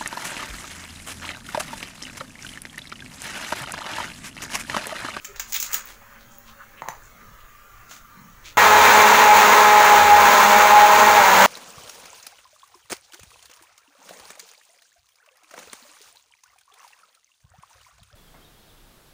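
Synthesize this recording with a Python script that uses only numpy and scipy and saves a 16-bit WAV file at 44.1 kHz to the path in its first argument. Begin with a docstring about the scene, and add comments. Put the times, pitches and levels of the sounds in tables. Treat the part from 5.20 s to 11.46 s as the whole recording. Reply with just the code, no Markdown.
"""Over faint background noise with a patchy, processed flicker and thin wavering tones, fingers and ice rub in
grainy friction strokes; cubes crack out of a plastic tray as sharp snaps with noise bursts; one knocks into
a plastic jug of cold drink, ringing its modes. Then, abruptly, a hand blender is running in the jug: its hum of
shaft orders wanders in pitch, sinks a little midway, recovers, then drops sharply near the end, while shaped
noise and clicks make the churn, ice chips and fizzing froth."""
import sys
import numpy as np
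from scipy import signal
from scipy.fft import rfft, irfft
from scipy.io import wavfile
from scipy.ndimage import uniform_filter1d, minimum_filter1d

SR = 44100
rng = np.random.default_rng(int(sys.argv[2]) if len(sys.argv) > 2 else 0)


def wav_record(signal):
    """Record a signal, one row per channel, as 16-bit PCM in the file named by sys.argv[1]."""
    frames = np.transpose(np.atleast_2d(signal))
    bounded = np.clip(frames, -1, 1)
    # unit amplitude maps onto the largest positive 16-bit level
    quanta = np.round(bounded * 32767).astype(np.int16)
    wavfile.write(sys.argv[1], SR, quanta)


N = 276149
TIME = np.arange(N) / SR
BLEND_S = 3.3715  # the blender takes over


def amp(db):
    """Decibels to gain."""
    return 10 ** (np.asarray(db) / 20)


def unit(x):
    """Scales to rms 1."""
    return x / np.sqrt(np.mean(x ** 2) + 1e-20)


def read(points, hz):
    """Reads a spectrum on a log-frequency axis."""
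    f, value = np.transpose(points)
    return np.interp(np.log(hz + 1), np.log(f), value)


def curves(rows):
    """Each column of a control table at every sample."""
    s, *columns = np.transpose(rows)
    return [np.interp(TIME, s, c) for c in columns]


def add(mix, s, sound):
    """Mixes a sound in at time s."""
    part = mix[max(round(s * SR), 0):][:len(sound)]
    part += sound[:len(part)]


def colour(x, gain_db, size=4096):
    """Causal (minimum-phase) filter whose gain in dB is a function of frequency."""
    log_gain = np.log(amp(gain_db(abs(np.fft.fftfreq(size, 1 / SR)))))
    taps = np.fft.ifft(np.exp(np.conj(signal.hilbert(log_gain)))).real
    return signal.oaconvolve(x, taps)[:len(x)]


def drift(rate_hz):
    """Smooth chance of rms 1 that changes about rate_hz times a second."""
    count = N // 100
    hz = np.fft.rfftfreq(count, N / SR / count)
    lowpass = np.exp(-(hz / rate_hz) ** 2)
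    slow = irfft(rfft(rng.standard_normal(count)) * lowpass, count)
    return unit(np.interp(TIME, np.linspace(0, N / SR, count), slow))


def grains(per_s, spread_db):
    """Random clicks of rms 1 overall, a few of them much larger than the rest."""
    size = amp(spread_db * np.minimum(rng.exponential(1, N), 4))
    sign = rng.choice([-1, 1], N)
    return unit(size * sign * (rng.random(N) < per_s / SR))


def background(level_db=-50.5, patchy_db=3):
    """Faint noise with a patchy, processed flicker, as from noise suppression, least in the top treble."""
    # background noise: f/Hz, relative density/dB
    noise_spectrum = [(15, -3.5), (32, 15.5), (60, -17), (105, -0.5), (150, -16.5), (220, -11),
                      (320, -17.5), (550, -15), (800, -18.5), (1250, -9.5), (2000, -15.5), (3200, -24),
                      (9000, -32), (16000, -28)]
    hz, _, z = signal.stft(rng.standard_normal(N), SR, nperseg=2048)
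    blur = np.outer(np.hanning(14), np.hanning(9))
    patches = unit(signal.fftconvolve(rng.standard_normal(z.shape), blur, "same"))
    depth = read([(300, 0.97), (1300, 1.0), (6000, 1.0), (10000, .2)], hz)  # f/Hz, share of patchy_db
    z = z * amp(read(noise_spectrum, hz)[:, None] + patchy_db * depth[:, None] * patches)
    return amp(level_db) * unit(signal.istft(z, SR, nperseg=2048)[1][:N])


def tones():
    """Faint narrow bands, two drifting quadrature carriers each, that waver and fade in and out."""
    # background tones: mid-fade-in t/s, mid-fade-out t/s, f/Hz, waver rate/Hz, level/dB
    tone_rows = [(0, 1.57, 565, 9, -65), (0.2, 1.6, 224, 12, -65.5), (0.7, 1.6, 796, 12, -67),
                 (1.9, 3.23, 1188, 48, -59), (2.4, 2.9, 1370, 33, -59.5)]
    out = np.zeros(N)
    for start, end, hz, width_hz, db in tone_rows:
        fade = np.interp(TIME, [start - .1, start + .1, end - .1, end + .1], [0, 1, 1, 0])
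        angle = 2 * np.pi * hz * TIME
        band = drift(width_hz) * np.cos(angle) + drift(width_hz) * np.sin(angle)
        out += amp(db) * fade * unit(band)
    return out


def rustles(count=22, scatter_db=5, treble_db_per_octave=-3):
    """Rows of light touches while the hand is busy, fading as it withdraws, the higher ones fainter."""
    handling_s, mean_length_s = 2.7, 0.05
    start_db, fade_db_per_s = -54.5, -0.7
    low_hz, high_hz, half_width_octaves = 910, 7050, 0.25
    when, long, loud, pitch = rng.random((count, 4)).T
    s = handling_s * (np.arange(count) + when) / count
    hz = low_hz * (high_hz / low_hz) ** pitch
    db = start_db + fade_db_per_s * s + scatter_db * (loud - .5)
    db = db + treble_db_per_octave * np.maximum(np.log2(hz / 1500), 0)
    return list(zip(s, mean_length_s * (.5 + long), db, hz, [half_width_octaves] * count))


def rubs(level_db=-1):
    """Grainy friction, band-filtered, that swells and fades with each stroke."""
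    # firmer rubs of fingers, ice, tray and counter:
    # peak t/s, length/s (rise + fall sigma), relative level/dB, centre f/Hz, half-width/octave (to -2.4 dB)
    rub_rows = [(0.027, .06, -55, 3500, 1.2), (0.11, .045, -48, 430, 0.036), (0.172, .025, -50, 3960, 0.2),
                (0.3, 0.058, -47.5, 5500, 0.8), (0.352, 0.031, -26.5, 2880, 0.5),
                (.44, 0.059, -42, 4030, 0.63), (0.52, 0.11, -39, 1550, 0.39),
                (0.541, 0.041, -32, 2200, 1.16), (0.686, 0.071, -46.5, 1720, 0.92),
                (.82, 0.016, -45, 1020, 0.23), (.94, 0.085, -51, 1400, 0.3),
                (1.284, 0.046, -51.5, 2900, 0.43), (1.408, .045, -43.5, 1370, 0.22),
                (1.584, 0.028, -47, 2460, 0.2), (1.657, 0.058, -45, 990, 0.18),
                (2.721, 0.067, -47, 2820, 0.75), (2.985, 0.1, -48.5, 197, 0.21),
                (3.264, .052, -42, 2700, 0.49)]
    rise_share = 0.28
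    out, t = np.zeros(N), TIME[:SR // 2] - 1 / 4
    friction = grains(per_s=3300, spread_db=3.5)
    for s, length_s, db, centre_hz, octaves in [*rub_rows, *rustles()]:
        def band_db(hz):
            offset = np.log2((hz + 20) / centre_hz) / octaves / 2.6
            return -40 * np.log10(1 + np.minimum(offset, 9) ** 2)

        grit = friction[round(s * SR):][:len(t)]
        sigma_s = length_s * np.where(t < 0, rise_share, 1 - rise_share)
        stroke = amp(db + level_db) * unit(colour(grit, band_db)) * np.exp(-(t / sigma_s) ** 2 / 2)
        add(out, s + t[0], stroke[s + t >= 0])
    return out


def cracks(level_db=-12.0, snap_db=14, tray_db=-21, tray_s=0.028):
    """Each fracture is one sharp snap and a burst; duller cracks last longer and rattle the tray more."""
    # ice cracking in the tray and between the fingers: t/s, relative level/dB, tilt/(dB/octave)
    crack_rows = [(0.0467, -21, -1.5), (0.05, -18.5, -2), (0.16, -30, -6), (0.197, -12, -4),
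                  (0.3236, -15.5, -1.5), (0.332, -12, 3), (0.3425, -12, 2.5), (0.3475, -15, 6),
                  (0.3639, -10.5, -2.5), (0.401, -4, 0.5), (0.427, -9, -0.5), (0.4435, -26, -5.5),
                  (0.4634, -22, 1), (0.5157, -22, 0), (0.531, -4.5, 1.5), (0.5434, -7, 0.5),
                  (0.657, -33, 9), (0.673, -33, 5), (1.1857, -39, 10), (2.7116, -33.5, -8.5)]
    # ice spectrum: f/Hz, relative density/dB
    ice_spectrum = [(200, -43), (600, -16), (1400, -1.5), (2600, -0.5), (4500, -1), (7000, 3.5),
                    (10000, -11.5), (16000, 1)]
    flat_decay_s, dull_db_per_octave = 0.0029, 5  # decay at zero tilt; downward tilt stretching it e times
    out, t = np.zeros(N), TIME[:4096]
    for s, db, tilt in crack_rows:
        stretch = np.exp(-tilt / dull_db_per_octave)
        rattle = amp(tray_db) * np.sqrt(stretch) * np.exp(-t / tray_s)
        burst = rng.standard_normal(len(t)) * (np.exp(-t / flat_decay_s / stretch) + rattle)
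        burst[0] += amp(snap_db)
        crack = colour(burst, lambda hz: read(ice_spectrum, hz) + tilt * np.log2((hz + 300) / 6000))
        add(out, s, amp(db + level_db) * crack)
    return out


def knocks(level_db=-3, tick_db=-12, tick_s=0.0043):
    """The cube rings the jug's modes; a harder contact passes more of the high modes and the glassy tick."""
    # cube knocking in the jug and settling: t/s, relative level/dB, -6 dB contact f/Hz, jug pitch factor
    knock_rows = [(1.62, -19, 2400, 1.07), (1.641, -33, 3000, 1.07), (1.678, -24, 1200, 1.07),
                  (1.6857, -18.5, 10900, 1), (1.687, -28, 1540, 1.3)]
    # jug modes: f/Hz at pitch factor 1, relative level/dB, t60/s
    jug_modes = [(137, -9, .08), (632, -19, 0.15), (723, -17, 0.11), (863, -1, 0.026), (990, 4, 0.015),
                 (1160, -11, .018), (1500, -28, 0.0092), (1710, -2, 0.019), (1870, -8, 0.02),
                 (2250, -27, .015), (3930, -8, 0.011), (4400, -25, .012), (6120, -7, 0.015),
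                 (7030, -11, 0.019)]
    out, t = np.zeros(N), TIME[:SR // 4]
    for s, db, bright_hz, pitch in knock_rows:
        def blow_db(hz):
            contact = 1 + (hz / bright_hz) ** 2  # the contact time rounds off the treble
            small_jug = 1 + (240 / (hz + 5)) ** 2  # a small jug radiates little bass
            return -20 * np.log10(contact * small_jug)

        ring = sum(amp(mode_db - 60 * t / t60) * np.cos(2 * np.pi * hz * pitch * t)
                   for hz, mode_db, t60 in jug_modes)
        ring *= 1 - np.exp(-t / 0.00025)  # the wall takes a moment to get moving
        tick = amp(tick_db) * np.diff(rng.standard_normal(len(t)) * np.exp(-t / tick_s), prepend=0)
        add(out, s, amp(db + level_db) * colour(ring + tick, blow_db))
    return out


def kitchen(x):
    """Sparse reflections off tiles and counter, whose decay time varies with frequency."""
    # reverberation: f/Hz, t60/s
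    room_t60 = [(100, 0.12), (1000, 0.29), (4000, 0.31), (16000, 0.18)]
    t = TIME[:SR // 2]
    taps = rng.standard_normal(len(t)) * (rng.random(len(t)) < .1) * (t > .003)
    hz, frame_s, z = signal.stft(taps, SR, nperseg=256)
    decay = amp(-60 * frame_s / read(room_t60, hz)[:, None])
    tail = signal.istft(z * decay, SR, nperseg=256)[1]
    return signal.oaconvolve(x, tail / np.linalg.norm(tail))[:N]


def resonance_db(hz):
    """How much the filled jug and the blender's shaft reinforce a frequency."""
    # resonances: f/Hz, half-power width/Hz, added power over the base/dB
    jug_peaks = [(685, 14, 5), (900, 18, -2), (937, 16, 4), (1012, 24, 0), (1150, 18, 2), (1268, 14, 2),
                 (1315, 20, 5), (1372, 20, 0), (1458, 14, 0), (1555, 20, 0), (1690, 18, 3), (1888, 20, 4),
                 (2115, 22, 5), (2327, 18, 3), (2705, 26, 3), (3600, 30, -1), (4010, 30, -1),
                 (4120, 30, -1)]
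    added = sum(amp(db) ** 2 / (1 + (2 * (hz - f) / width) ** 2) for f, width, db in jug_peaks)
    return 10 * np.log10(1 + added)


def jug_gain_db(hz):
    """The churn's broad spectrum with the narrow resonances on top."""
    # churning liquid: f/Hz, relative density/dB
    churn_spectrum = [(25, -34.5), (52, -39), (75, -27), (110, -21.5), (155, -26), (220, -12), (295, -19),
                      (410, -11), (480, -6), (740, -8.5), (860, 3.5), (1200, -6), (1450, -3.5), (2400, -11),
                      (3000, -26), (4500, -44.5)]
    return read(churn_spectrum, hz) + resonance_db(hz)


def hum(angle, speed, load, flutter=0.25, upper_flutter=0.45, flutter_hz=16, smear=0.03, swell_db=1.0,
        swell_hz=6, others_db=-1.0, damping_db_per_s=1.0):
    """Fluttering shaft orders; weak ones swell on resonances, the thickening drink damps the high ones."""
    # strong orders: multiple, level/dB, by load/(dB/dB), by speed/(dB/Hz), by time as drink thickens/(dB/s)
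    main_orders = [(1, -39.5, 2.4, 0.3, 2.6), (2, -30.5, 0, 0.45, -1.5), (3, -28, 0.5, 0.33, 3.5),
                   (4, -17, -1.76, 0.55, 1.5)]
    # weak higher orders: multiple, relative level/dB
    weak_orders = [(5, -23.5), (6, -29), (7, -48), (8, -34), (9, -36.5), (10, -35.5), (11, -33), (12, -36),
                   (13, -43), (15, -41), (17, -40.5), (18, -43), (19, -47)]
    usual_hz, midway_s = 208, 4.8
    grid, late = np.arange(SR // 8), TIME - midway_s
    boost_db = resonance_db(grid)
    parts = []
    for k, db, by_load, by_speed, by_time in main_orders:
        db = db + by_load * load + by_speed * (speed - usual_hz) + by_time * late
        parts.append((round(k), db + swell_db * drift(swell_hz), flutter))
    for k, db in weak_orders:
        damping = damping_db_per_s * late * np.log2(k / weak_orders[0][0])
        boost = np.interp(round(k) * speed, grid, boost_db)
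        parts.append((round(k), db + others_db - damping + boost, upper_flutter))
    shaft = angle + smear * drift(17.0)
    out = np.zeros(N)
    for k, db, depth in parts:
        level = amp(db) * (1 + depth * drift(flutter_hz))
        out += level * np.cos(k * shaft + 2 * np.pi * rng.random() + depth * drift(flutter_hz))
    return np.sqrt(2) * out


def blender(churn_db=-14.0, froth_db=-24.5, vortex_db=0, churn_follows=0.91, froth_follows=0.84,
            churn_db_per_s=-0.37, slap=0.3, froth_slap=0.25, chips=0.43, lump_db=0.84, start_db=-3,
            start_s=0.027):
    """The blade slaps once a turn; chips tick and froth fizzes, louder with load; a vortex throbs."""
    # shaft speed: wanders, sinks a little midway, recovers, drops sharply near the end: t/s, f/Hz
    speed_rows = [(3.37, 210.9), (3.75, 212), (3.94, 209.8), (4.44, 210.1), (4.85, 207.2), (5.01, 208),
                  (5.07, 205.8), (5.28, 205), (5.45, 207.8), (5.89, 209.2), (5.98, 207.8), (6.04, 193.6),
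                  (6.25, 195.2)]
    # bite into ice and liquid: t/s, load about usual/dB
    load_rows = [(3.43, 2.2), (3.55, -1), (3.65, 3.5), (3.93, 2.4), (3.99, 2), (4.11, -1.4), (4.17, 2.5),
                 (4.37, 1.8), (4.51, -2), (4.77, 0.6), (4.91, -3.1), (4.99, -1.5), (5.07, 0.9), (5.23, 1.6),
                 (5.61, -2), (5.81, 0.6), (6.01, -1.4), (6.21, 3.7)]
    # vortex throbbing in the jug: t/s, centre f/Hz, level/dB
    vortex_rows = [(3.37, 86, -42), (3.72, 85.8, -44), (4.2, 83.7, -50), (4.7, 83.4, -53.5),
                   (4.79, 81.1, -38), (5.0, 78.6, -41), (5.2, 70.1, -46.5), (5.8, 84.4, -47.5),
                   (6.25, 84.5, -48)]
    # froth: f/Hz, relative density/dB
    froth_spectrum = [(1200, -37.5), (2600, 0.5), (3500, -1), (4200, -2), (5000, -6.5), (7000, -9.5),
                      (10000, -17.5), (16000, -15)]
    (speed,), (load,) = curves(speed_rows), curves(load_rows)
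    angle = 2 * np.pi * np.cumsum(speed) / SR
    stroke = ((1 + np.cos(angle)) / 2) ** 4
    ticks = chips * grains(per_s=700, spread_db=4)
    lumps = amp(lump_db * drift(23))

    churn = (rng.standard_normal(N) + ticks) * (1 + slap * stroke) * lumps
    churn_level = churn_db + churn_follows * load + churn_db_per_s * (TIME - 4.8)
    churn = amp(churn_level) * unit(colour(churn, jug_gain_db))

    # the froth pulses twice a turn
    fizz = (rng.standard_normal(N) + ticks) * (1 + froth_slap * np.cos(angle) ** 2) * np.sqrt(lumps)
    froth = colour(fizz, lambda hz: read(froth_spectrum, hz) + resonance_db(hz))
    froth = amp(froth_db + froth_follows * load) * unit(froth)

    vortex_hz, vortex_level = curves(vortex_rows)
    vortex_angle = 2 * np.pi * np.cumsum(vortex_hz + 4 * drift(16.3)) / SR
    vortex = unit((1 + 0.25 * drift(10)) * np.sin(vortex_angle))

    swell = amp(start_db * np.exp(-np.maximum(TIME - BLEND_S, 0) / start_s))
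    return swell * (hum(angle, speed, load) + churn + froth) + amp(vortex_level + vortex_db) * vortex


def scene(crack_room_db=-7, knock_room_db=-6):
    """Ice from the tray and into the jug in a kitchen; then the blender takes over."""
    ice, jug = cracks(), knocks()
    room = kitchen(amp(crack_room_db) * ice + amp(knock_room_db) * jug)
    handling = background() + tones() + rubs() + ice + jug + room
    return np.where(TIME < BLEND_S, handling, blender())[None]


def record(dry):
    """Microphone colour, a fast limiter just below full scale and the band limit."""
    # microphone port resonances: f/Hz, gain/dB
    mic_response = [(5200, 0.5), (6700, 9), (8300, 1.5), (11000, 1.5), (12200, 6.5), (12800, 1.5),
                    (14000, 1.5), (15600, 15)]
    edge_hz = 15760
    heard = colour(dry[0], lambda hz: read(mic_response, hz))
    needed = 1 / np.maximum(abs(heard) / .95, 1)
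    heard = heard * uniform_filter1d(minimum_filter1d(needed, size=200), size=200)
    lowpass = signal.firwin(1023, edge_hz, window=("kaiser", 8), fs=SR)
    return signal.oaconvolve(heard, lowpass, "same")[None]


dry = scene()
out = record(dry)
wav_record(out)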